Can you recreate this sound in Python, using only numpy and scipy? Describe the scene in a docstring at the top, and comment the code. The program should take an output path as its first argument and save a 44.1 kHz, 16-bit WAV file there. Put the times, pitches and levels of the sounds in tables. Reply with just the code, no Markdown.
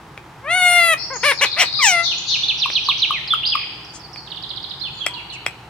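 """In a hard, echoing room with a low hum, a ring-necked parakeet calls close by in a faintly ringing wire cage.
It gives a long nasal call, four short squawks, a falling cry and five hollow pops, with beak clicks between.
Its calls are a buzz filtered by a throat; pops are short sliding tones, clicks dying tones, rustles hiss.
Further off a small songbird, probably a canary, twitters in gliding whistles. Noise makes the room's echo
and its steady rush; a sine makes the hum."""
import sys
import numpy as np
from scipy import signal
from scipy.fft import rfft, irfft, next_fast_len
from scipy.io import wavfile
from scipy.ndimage import uniform_filter1d, map_coordinates

SR = 44100
rng = np.random.default_rng(int(sys.argv[2]) if len(sys.argv) > 2 else 0)


def int16_out(signal):
    """Quantize to a 16-bit WAV file."""
    q = np.round(np.clip(np.atleast_2d(signal).T, -1, 1) * 32767)
    wavfile.write(sys.argv[1], SR, q.astype(np.int16))


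N = 250929
T = np.arange(N) / SR


def undb(db):
    """Turn decibels into a gain."""
    return 10 ** (np.asarray(db) / 20)


def unit(x):
    """Scale to an average (rms) strength of 1."""
    return x / np.sqrt(np.mean(x ** 2))


def add(track, start_s, x):
    """Mix x into the track from the given time."""
    i = int(start_s * SR)
    track[i:i + len(x)] += x[:N - i]


def controls(rows):
    """Join the rows of a curve by straight lines, giving one array a column."""
    time_s, *columns = np.transpose(rows)
    t = np.arange(time_s[0], time_s[-1], 1 / SR)
    return [np.interp(t, time_s, column) for column in columns]


def fade(n, edge_s):
    """A gate that opens and closes softly."""
    return signal.windows.tukey(n, min(1, 2 * edge_s * SR / n))


def wander(n, rate_hz):
    """Smooth chance of spread 1 that changes at the given rate."""
    position = np.arange(n) * rate_hz / SR
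    return unit(map_coordinates(rng.standard_normal(8192), [position], order=3, mode="wrap"))


def colour(x, points):
    """Filter to the given (pitch_hz, gain_db) curve; the filter never sounds ahead of its input."""
    n = 2 * next_fast_len(x.shape[-1])
    hz, db = np.transpose(points)
    # the curve is joined evenly by musical interval; +1 avoids the logarithm of zero
    log_hz = np.log(np.fft.rfftfreq(n, 1 / SR) + 1)
    cepstrum = irfft(np.log(undb(np.interp(log_hz, np.log(hz), db))))
    # folding the cepstrum onto its first half gives the shortest delay (minimum phase)
    cepstrum[1:n // 2] *= 2
    cepstrum[n // 2 + 1:] = 0
    return irfft(rfft(x, n) * np.exp(rfft(cepstrum)))[..., :x.shape[-1]]


def ring(modes, t):
    """A struck body sounds several tones at once, each dying away at its own speed."""
    return sum(undb(db - 60 * t / t60_s) * np.sin(2 * np.pi * hz * t) for hz, db, t60_s in modes)


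def room_tone(rush_db=-41.5):
    """Filtered noise gives a steady rush, with bass alike left and right; sines give a low hum."""
    # colour of the rush: (pitch_hz, relative_db)
    rush_colour = [(24, -67), (40, -12.5), (85, -11), (124, 1.5), (276, -15), (312, -7), (585, -17),
                   (831, -7.5), (16000, -45.5)]
    # hum tones: (pitch_hz, level_db)
    hum_tones = [(61, -56)]
    mid, side = colour(rng.standard_normal((2, N)), rush_colour)
    side = colour(side, [(60, -24.0), (800, -10), (4000, -4.0)])
    rush = unit(mid + side * np.array([[1], [-1]])) * undb(rush_db)
    hum = sum(undb(db) * np.sqrt(2) * np.sin(2 * np.pi * hz * T) for hz, db in hum_tones)
    return rush + hum


def click(treble_db):
    """The horny beak snaps; a harder contact wakes more of its high modes."""
    # tones of the beak: (pitch_hz, level_db before the treble tilt, t60_s to fall by 60 dB)
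    beak_modes = [(800, -4.5, 0.0013), (1860, -10, 0.0017), (2380, 9.5, 0.0068), (3256, -5, 0.021),
                  (5220, 3.5, 0.0028), (7800, 4, 0.0046)]
    tilted = [(hz, db + treble_db * hz / (hz + 5000), t60_s) for hz, db, t60_s in beak_modes]
    snap = ring(tilted, T[:SR // 30])
    return colour(snap, [(80, -20), (400, 7.5)])  # so small a body radiates little bass


def cage_ring(x, cage_db=-60):
    """The wire cage rings in sympathy with every sound the parakeet makes."""
    # tones of the cage: (pitch_hz, level_db, t60_s to fall by 60 dB)
    cage_modes = [(2386, 0, 0.41), (2502, 6, 0.19)]
    return undb(cage_db) * signal.fftconvolve(x, ring(cage_modes, T[:SR // 4]))[:N]


def room(x, wet_db, early_db, t60_s=1.0, early_t60_s=0.12):
    """Hard walls send back sparse first reflections, then a diffuse tail that lacks the top."""
    t = T[:SR]
    noise = rng.standard_normal((2, 2, SR))
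    tail = noise[0] * undb(-60 * t / t60_s) * np.clip(t / 0.03, 0, 1)
    tail = colour(tail, [(600, 4.5), (3000, 2.0), (6000, 4.0), (12000, -17)])
    # the fifth power leaves only a few strong peaks standing out
    early = noise[1] ** 5 * undb(-60 * t / early_t60_s) * (t > .002)
    response = sum(undb(db) * part / np.linalg.norm(part, axis=1, keepdims=True)
                   for db, part in ((wet_db, tail), (early_db, early)))
    return signal.fftconvolve(x[None], response, axes=1)[:, :N]


def squawk(hz, db, opening, rough, dull=.7):
    """The syrinx buzzes through the throat; when forced, its cycles go uneven and alternate strong and weak."""
    # throat with the beak nearly shut, and wide open: (pitch_hz, gain_db)
    shut_throat = [(300, -12.5), (650, -10), (1080, -7), (1430, -8), (2150, -0.5), (3100, -11), (4350, -18),
                   (5000, -27), (6700, -24), (7900, -28.5), (9300, -11.5), (10600, -22.5), (13500, -37)]
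    open_throat = [(300, -15.5), (850, 0), (1400, -11.5), (1950, 6.5), (2850, 8.5), (3600, -3),
                   (4700, -17.5), (5700, 4.5), (6800, -9.5), (7900, -3.5), (9400, -42), (11200, -23),
                   (13000, -22)]
    # shares of unevenness at roughness 1: in pitch, in level, and on every second cycle
    jitter, shimmer, doubling = .048, .22, .4
    hiss, rasp = .22, .55  # gains of the two noises ahead of roughness
    skew, flicker_db = .45, 4  # pulse spread in radians, and spread of the high overtones' levels
    n = len(hz)
    unevenness = jitter * rough * wander(n, 800) + 0.0037 * wander(n, 220.3)
    hz = uniform_filter1d(hz, SR // 100) * (1 + unevenness)
    phase = 2 * np.pi * np.cumsum(hz) / SR
    soft_db = dull * np.minimum(db + 14.5, 0)  # soft notes lose their overtones
    # the membranes close gradually, which spreads each pulse over its cycle
    pulses = np.zeros(n)
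    for k in range(1, 36):
        overtone_db = soft_db * np.maximum(k * hz - 1100, 0) / 1400
        if k > 6:  # the high overtones come and go, each on its own
            overtone_db = overtone_db + flicker_db * wander(n, 18)
        audible = k * hz < SR / 2
        pulses += undb(overtone_db) * np.cos(k * phase + skew * k * k) * audible
    pulses = unit(pulses) * (1 + rough * (shimmer * wander(n, 600) + doubling * np.cos(phase / 2)))
    # turbulence escapes once a cycle, mostly in the treble
    air = rng.standard_normal(N)[:n] * (1 + np.cos(phase))
    air = colour(air, [(1500, -6.0), (4000, 6.0), (9000, 14.0)])
    # at full force the buzz breaks up into a rasp, a burst on every second cycle
    bursts = rng.standard_normal(N)[:n] * (1 + np.cos(phase / 2))
    bursts = colour(bursts, [(700, -10), (2500, 5), (4000, -9)])
    source = pulses + hiss * rough * undb(soft_db) * air + rasp * rough ** 2 * bursts
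    opening = np.clip(opening, 0, 1)
    voice = (1 - opening) * colour(source, shut_throat) + opening * colour(source, open_throat)
    # even out the loudness, then give it the wanted level
    steady = voice / np.sqrt(uniform_filter1d(voice ** 2, SR // 160))
    return steady * undb(db) * fade(n, edge_s=0.0062)


def long_call(curve):
    """A drawn-out nasal note buzzes through a nearly shut beak."""
    hz, db = controls(curve)
    return squawk(hz, db, opening=0, rough=.11)


def note(length_s, from_hz, to_hz, bend, flutter_hz, depth_hz):
    """A nearly pure whistle glides between two pitches; its flutter, if any, is a little uneven."""
    waver, slip = 0.018, 0.94  # share of pitch, and radians of flutter timing
    n = int(length_s * SR)
    u = np.linspace(0, 1, n)
    glide = (from_hz + (to_hz - from_hz) * u ** bend) * (1 + waver * wander(n, 299.7))
    flutter = depth_hz * np.sin(2 * np.pi * flutter_hz * T[:n] + slip * wander(n, 69.8))
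    # skew under 1 peaks early; a higher taper is more pointed
    skew, taper = 0.41, 0.61
    if depth_hz:  # fluttering notes creep in and peak late
        skew, taper = 1.3, .9
    swell = np.abs(np.sin(np.pi * u ** skew)) ** taper * fade(n, edge_s=0.002)
    return swell * np.sin(2 * np.pi * np.cumsum(glide + flutter) / SR)


def songbird():
    """Trills and single syllables are sung note by note, each note a short whistle."""
    # syllables by name, one to three notes each: (delay_s, length_s, from_hz, to_hz,
    # bend: under 1 glides early and over 1 late, level_db); a pitch factor and a level are applied later
    syllables = { "warble": [(0.00028, 0.098, 4898, 5020, 0.85, 1.5)],
                 "dip": [(0, 0.019, 7200, 6480, 0.63, -5), (.022, 0.0205, 6450, 7200, 0.81, 1.5)],
                 "chip": [(0, .006, 5630, 3740, 0.83, 0.5), (.011, .022, 5360, 3565, 0.452, 0)],
                 "buzz": [(0, .1, 5150, 3937, .35, 1), (.012, .055, 6890, 4330, 1.5, -6.5)],
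                 "fall": [(0.0032, .026, 3684, 2550, 0.794, 7.5)],
                 "rise": [(0.0018, 0.019, 3035, 3760, 0.6, 0.5)],
                 "twitter": [(0, 0.02395, 5430, 6140, 0.95, -4), (.021, 0.0178, 4750, 5640, 0.73, 3.5)],
                 "sweep": [(0, .008, 3830, 5000, 0.76, -16), (.006, .039, 5040, 2400, 0.66, -3)],
                 "flourish": [(.006, 0.0212, 2366, 3294, 0.455, -1.5),
                 (.024, 0.0128, 2930, 4680, 0.58, 0.5), (.032, .022, 4550, 4920, 0.59, -0.5)],
                 "flick": [(0, .0125, 5050, 3200, 2.3, -4.5)], "seep": [(0, 0.036, 6610, 4770, 0.59, 0.5),
                 (.04, 0.0374, 5500, 4780, 0.572, 4)], "tsip": [(0, 0.0085, 5640, 4190, 1, -9),
                 (.011, 0.0146, 4865, 3050, 0.783, -2.5), (.041, .009, 4100, 3300, 1, -8.5)],
                 "slur": [(0, .016, 4930, 5700, 0.8, -7), (.016, .024, 4147, 4740, 0.6, 4.5),
                 (.039, .058, 3900, 2500, 1.1, 2.5)], "chirrup": [(0, .016, 4930, 3430, 1.52, 11.5),
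                 (.022, .055, 3240, 2160, 1.74, 9)], "whistle": [(0, 0.0319, 5510, 3710, 0.414, -11.5),
                 (.029, .05, 3466, 2500, 3, 0.5)]}
    # syllables whose pitch flutters: (rate_hz, depth_hz)
    flutters = {"warble": (84, 620), "buzz": (170, 460), "twitter": (66, 700)}
    # evenly repeated: (first_s, last_s, period_s roughly, syllable, level_db, pitch_factor)
    trills = [(1.375, 1.726, .07, "chip", -16.5, 0.96), (2.011, 2.259, .24, "buzz", -16, 0.95),
              (2.107, 2.336, .23, "fall", -24, 0.92), (2.478, 3.014, .135, "sweep", -10, 0.92),
              (2.572, 2.968, .133, "twitter", -26.5, 0.92), (3.472, 3.498, .012, "flick", -13, 0.97),
              (3.548, 3.63, .021, "flick", -20.5, 0.51), (3.846, 3.995, .145, "seep", -41.5, 0.91),
              (4.305, 4.359, .054, "tsip", -23, 0.85), (4.424, 4.696, .069, "tsip", -21.5, 0.92),
              (5.137, 5.298, .16, "chirrup", -37, 0.93)]
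    # sung once: (start_s, syllable, level_db, pitch_factor)
    singles = [(0.964, "warble", -24.5, 0.99), (1.134, "dip", -24, 0.97), (1.19, "warble", -24.5, 0.98),
               (1.735, "warble", -18.5, 0.89), (2.179, "flick", -18.5, 1.36), (2.431, "rise", -14.5, 1.04),
               (3.096, "slur", -25.5, 0.68), (3.275, "whistle", -14, 1), (3.426, "flourish", -16.5, 1.01),
               (3.517, "fall", -22, 0.97), (4.130, "seep", -35, 0.89), (4.261, "tsip", -30, 0.83),
               (4.795, "slur", -26.5, 0.94), (4.977, "whistle", -22, 0.97)]
    out = np.zeros(N)
    sung = []
    for first_s, last_s, period_s, name, db, factor in trills:
        count = round((last_s - first_s) / period_s) + 1
        for start_s in np.linspace(first_s, last_s, count):
            # no two repeats are quite alike in level and pitch
            level_chance, pitch_chance = rng.standard_normal(2)
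            sung.append((start_s, name, db + .8 * level_chance, factor * (1 + .015 * pitch_chance)))
    for start_s, name, db, factor in sung + singles:
        flutter_hz, depth_hz = flutters.get(name, (0, 0))
        for delay_s, length_s, from_hz, to_hz, bend, note_db in syllables[name]:
            whistle = note(length_s, factor * from_hz, factor * to_hz, bend, flutter_hz, depth_hz)
            add(out, start_s + delay_s, undb(db + note_db) * whistle)
    # a thin high whistle of the songbird, and a faint low whine, probably from another bird:
    # (start_s, pitch_hz, level_db)
    for start_s, hz, db in [(4.94, 7130, -50.5), (5.09, 1011, -38.5)]:
        add(out, start_s, undb(db) * note(.13, hz, 0.86 * hz, 1, 0, 0))
    return out


def short_squawk(length_s, top_hz, db, ends_db, opening, rough, slackening, skew, arch):
    """One arch of effort, which may slacken halfway, carries pitch, level and beak together."""
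    slack_pitch_share = .3  # at no effort the pitch is lower by this share
    slack_width = 0.13  # as a share of the squawk
    u = np.linspace(0, 1, int(length_s * SR))
    slack = slackening * np.exp(-((u - .56) / slack_width) ** 2)
    effort = (1 - np.abs(2 * u ** skew - 1) ** arch) * (1 - slack)
    hz = top_hz * (1 - slack_pitch_share * (1 - effort))
    hz = hz * (1 - 0.37 * rough * np.clip(2 * u - 1, 0, 1))  # a forced squawk droops at the end
    return squawk(hz, db + ends_db * (1 - effort), opening * effort, rough, dull=1.2)


def falling_cry():
    """The pitch drops and levels off; an accent makes the cry louder, brighter and rougher for a moment."""
    length_s, attack_s, release_s = 0.27, 0.051, 0.048
    base_db, onset_db, end_db = -16.5, -10, -22  # the last two are relative to the first
    from_hz, to_hz, settle_s, bend = 1254, 678, .069, 1.52
    accent_after_s, accent_width_s, accent_db = 0.071, 0.05, 7.5
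    gape, rough, accent_rough = 1.0, 0.15, 0.084  # the accent throws the beak open
    t = T[:int(length_s * SR)]
    hz = to_hz + (from_hz - to_hz) * np.exp(-(t / settle_s) ** bend)
    accent = np.exp(-((t - accent_after_s) / accent_width_s) ** 2)
    edges_db = np.interp(t, [0, attack_s, length_s - release_s, length_s], [onset_db, 0, 0, end_db])
    db = base_db + edges_db + accent_db * accent
    cry = squawk(hz, db, gape * accent, rough + accent_rough * accent, dull=1.0)
    return colour(cry, [(2100, 0), (2600, -5), (7000, 1)])


def pop(hz, length_s=0.0085, glide=0.025):
    """A hollow blip of about ten cycles swells fast and slides up like a drip."""
    u = np.linspace(0, 1, int(length_s * SR))
    phase = 2 * np.pi * np.cumsum(hz * (1 + glide * (u - .3))) / SR
    spit = colour(rng.standard_normal(N)[:len(u)], [(8000, -25.0), (11300, -17.5), (14000, -35)])
    return np.sin(np.pi * u ** 0.7) ** 2 * (np.sin(phase) + spit)


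def rustle(length_s):
    """Feathers sliding over each other give a brief high hiss."""
    n = int(length_s * SR)
    hiss = colour(rng.standard_normal(N)[:n], [(3000, -7), (6500, 8.0), (8500, 5), (12000, -44)])
    return unit(hiss) * np.hanning(n)


def parakeet():
    """The bird's clicks, calls, pops and rustles, with the cage ringing along."""
    # beak clicks and ticks: (start_s, level_db, treble_db)
    clicks = [(.177, -10.5, -80), (2.702, -5, -77), (4.16, -23.5, -48), (5.064, -36, 26),
              (5.0655, -32, 18.5), (5.067, -13.5, -24), (5.4632, -28, -4), (5.4647, -16, -10.5)]
    # the long nasal call as a curve: (time_s, pitch_hz, level_db)
    call_curve = [(0.425, 532, -53), (0.447, 535.4, -35.5), (0.51, 685.5, -17), (0.561, 739.4, -16),
                  (0.672, 711.4, -13), (0.78, 701.1, -12.5), (0.915, 652.6, -14), (0.937, 628, -14),
                  (0.947, 569, -21.5)]
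    # short squawks: (start_s, length_s, top_pitch_hz, level_db, ends_db relative to level,
    # beak opening 0-1, roughness, slackening halfway 0-1, skew: over 1 peaks late, arch: higher is flatter on top)
    squawks = [(1.099, 0.078, 541, -29.5, -2.5, 0, 0.14, 0.15, 0.656, 3.08),
               (1.229, 0.1, 607.2, -14, -3.5, 0.03, 0.27, 0.2, 1.15, 3.3),
               (1.407, .051, 578.2, -12, -9, 0.35, 0.49, 0, .95, 2),
               (1.561, 0.089, 775.3, -10.5, -19.5, 0.51, 1.1, 0, 1.35, 1.94)]
    # hollow pops: (start_s, peak_db of the tone, pitch_hz)
    pops = [(2.657, -13.5, 1076), (2.886, -10, 1091), (3.106, -9.5, 1160), (3.335, -7.5, 1296),
            (3.552, -9, 1173)]
    # feather rustles: (start_s, length_s, level_db)
    rustles = [(3.922, 0.071, -37.5), (5.317, 0.05, -42)]
    out = np.zeros(N)
    for start_s, db, treble_db in clicks:
        add(out, start_s, undb(db) * click(treble_db))
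    add(out, call_curve[0][0], long_call(call_curve))
    for start_s, *shape in squawks:
        add(out, start_s, short_squawk(*shape))
    add(out, 1.787, falling_cry())
    for start_s, db, hz in pops:
        add(out, start_s, undb(db) * pop(hz))
    for start_s, length_s, db in rustles:
        add(out, start_s, undb(db) * rustle(length_s))
    return out + cage_ring(out)


def place(x, pan_db, lag_ms):
    """Two microphones: the left is louder by pan_db, the right later by lag_ms."""
    khz = np.fft.rfftfreq(2 * N, 1000 / SR)
    late = irfft(rfft(x, 2 * N) * np.exp(-2j * np.pi * khz * lag_ms))[:N]
    return np.array([x * undb(pan_db / 2), late * undb(-pan_db / 2)])


def scene():
    """The parakeet is near and a little to the left; the songbird is mostly heard through the room."""
    # the songbird turns its head: (time_s, left_minus_right_db, direct_sound_db)
    facing = [(1.951, 35, -16.5), (2.45, -5, 1), (3.55, -4, 0.5), (4.65, -17.5, -4.5), (5.25, -25.5, -12.5)]
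    near, far = parakeet(), songbird()
    left, right = place(near, pan_db=4.0, lag_ms=0.026)
    right = colour(right, [(5500, 0), (9000, -10.0)])  # the far microphone is shaded in the treble
    time_s, *columns = np.transpose(facing)
    pan_db, direct_db = (np.interp(T, time_s, column) for column in columns)
    song = place(far * undb(direct_db), pan_db=pan_db, lag_ms=-0.0044)
    near_echo = room(near, wet_db=-26.5, early_db=-8)
    far_echo = room(far, wet_db=-5.5, early_db=-4.0)
    return np.array([left, right]) + near_echo + song + far_echo + room_tone()


def record(dry, top_hz=15900):
    """The recorder clips at full scale and cuts the top."""
    low_pass = signal.ellip(10, .2, 80, top_hz, fs=SR, output="sos")
    return signal.sosfilt(low_pass, np.clip(dry, -1, 1))


dry = scene()
out = record(dry)
int16_out(out)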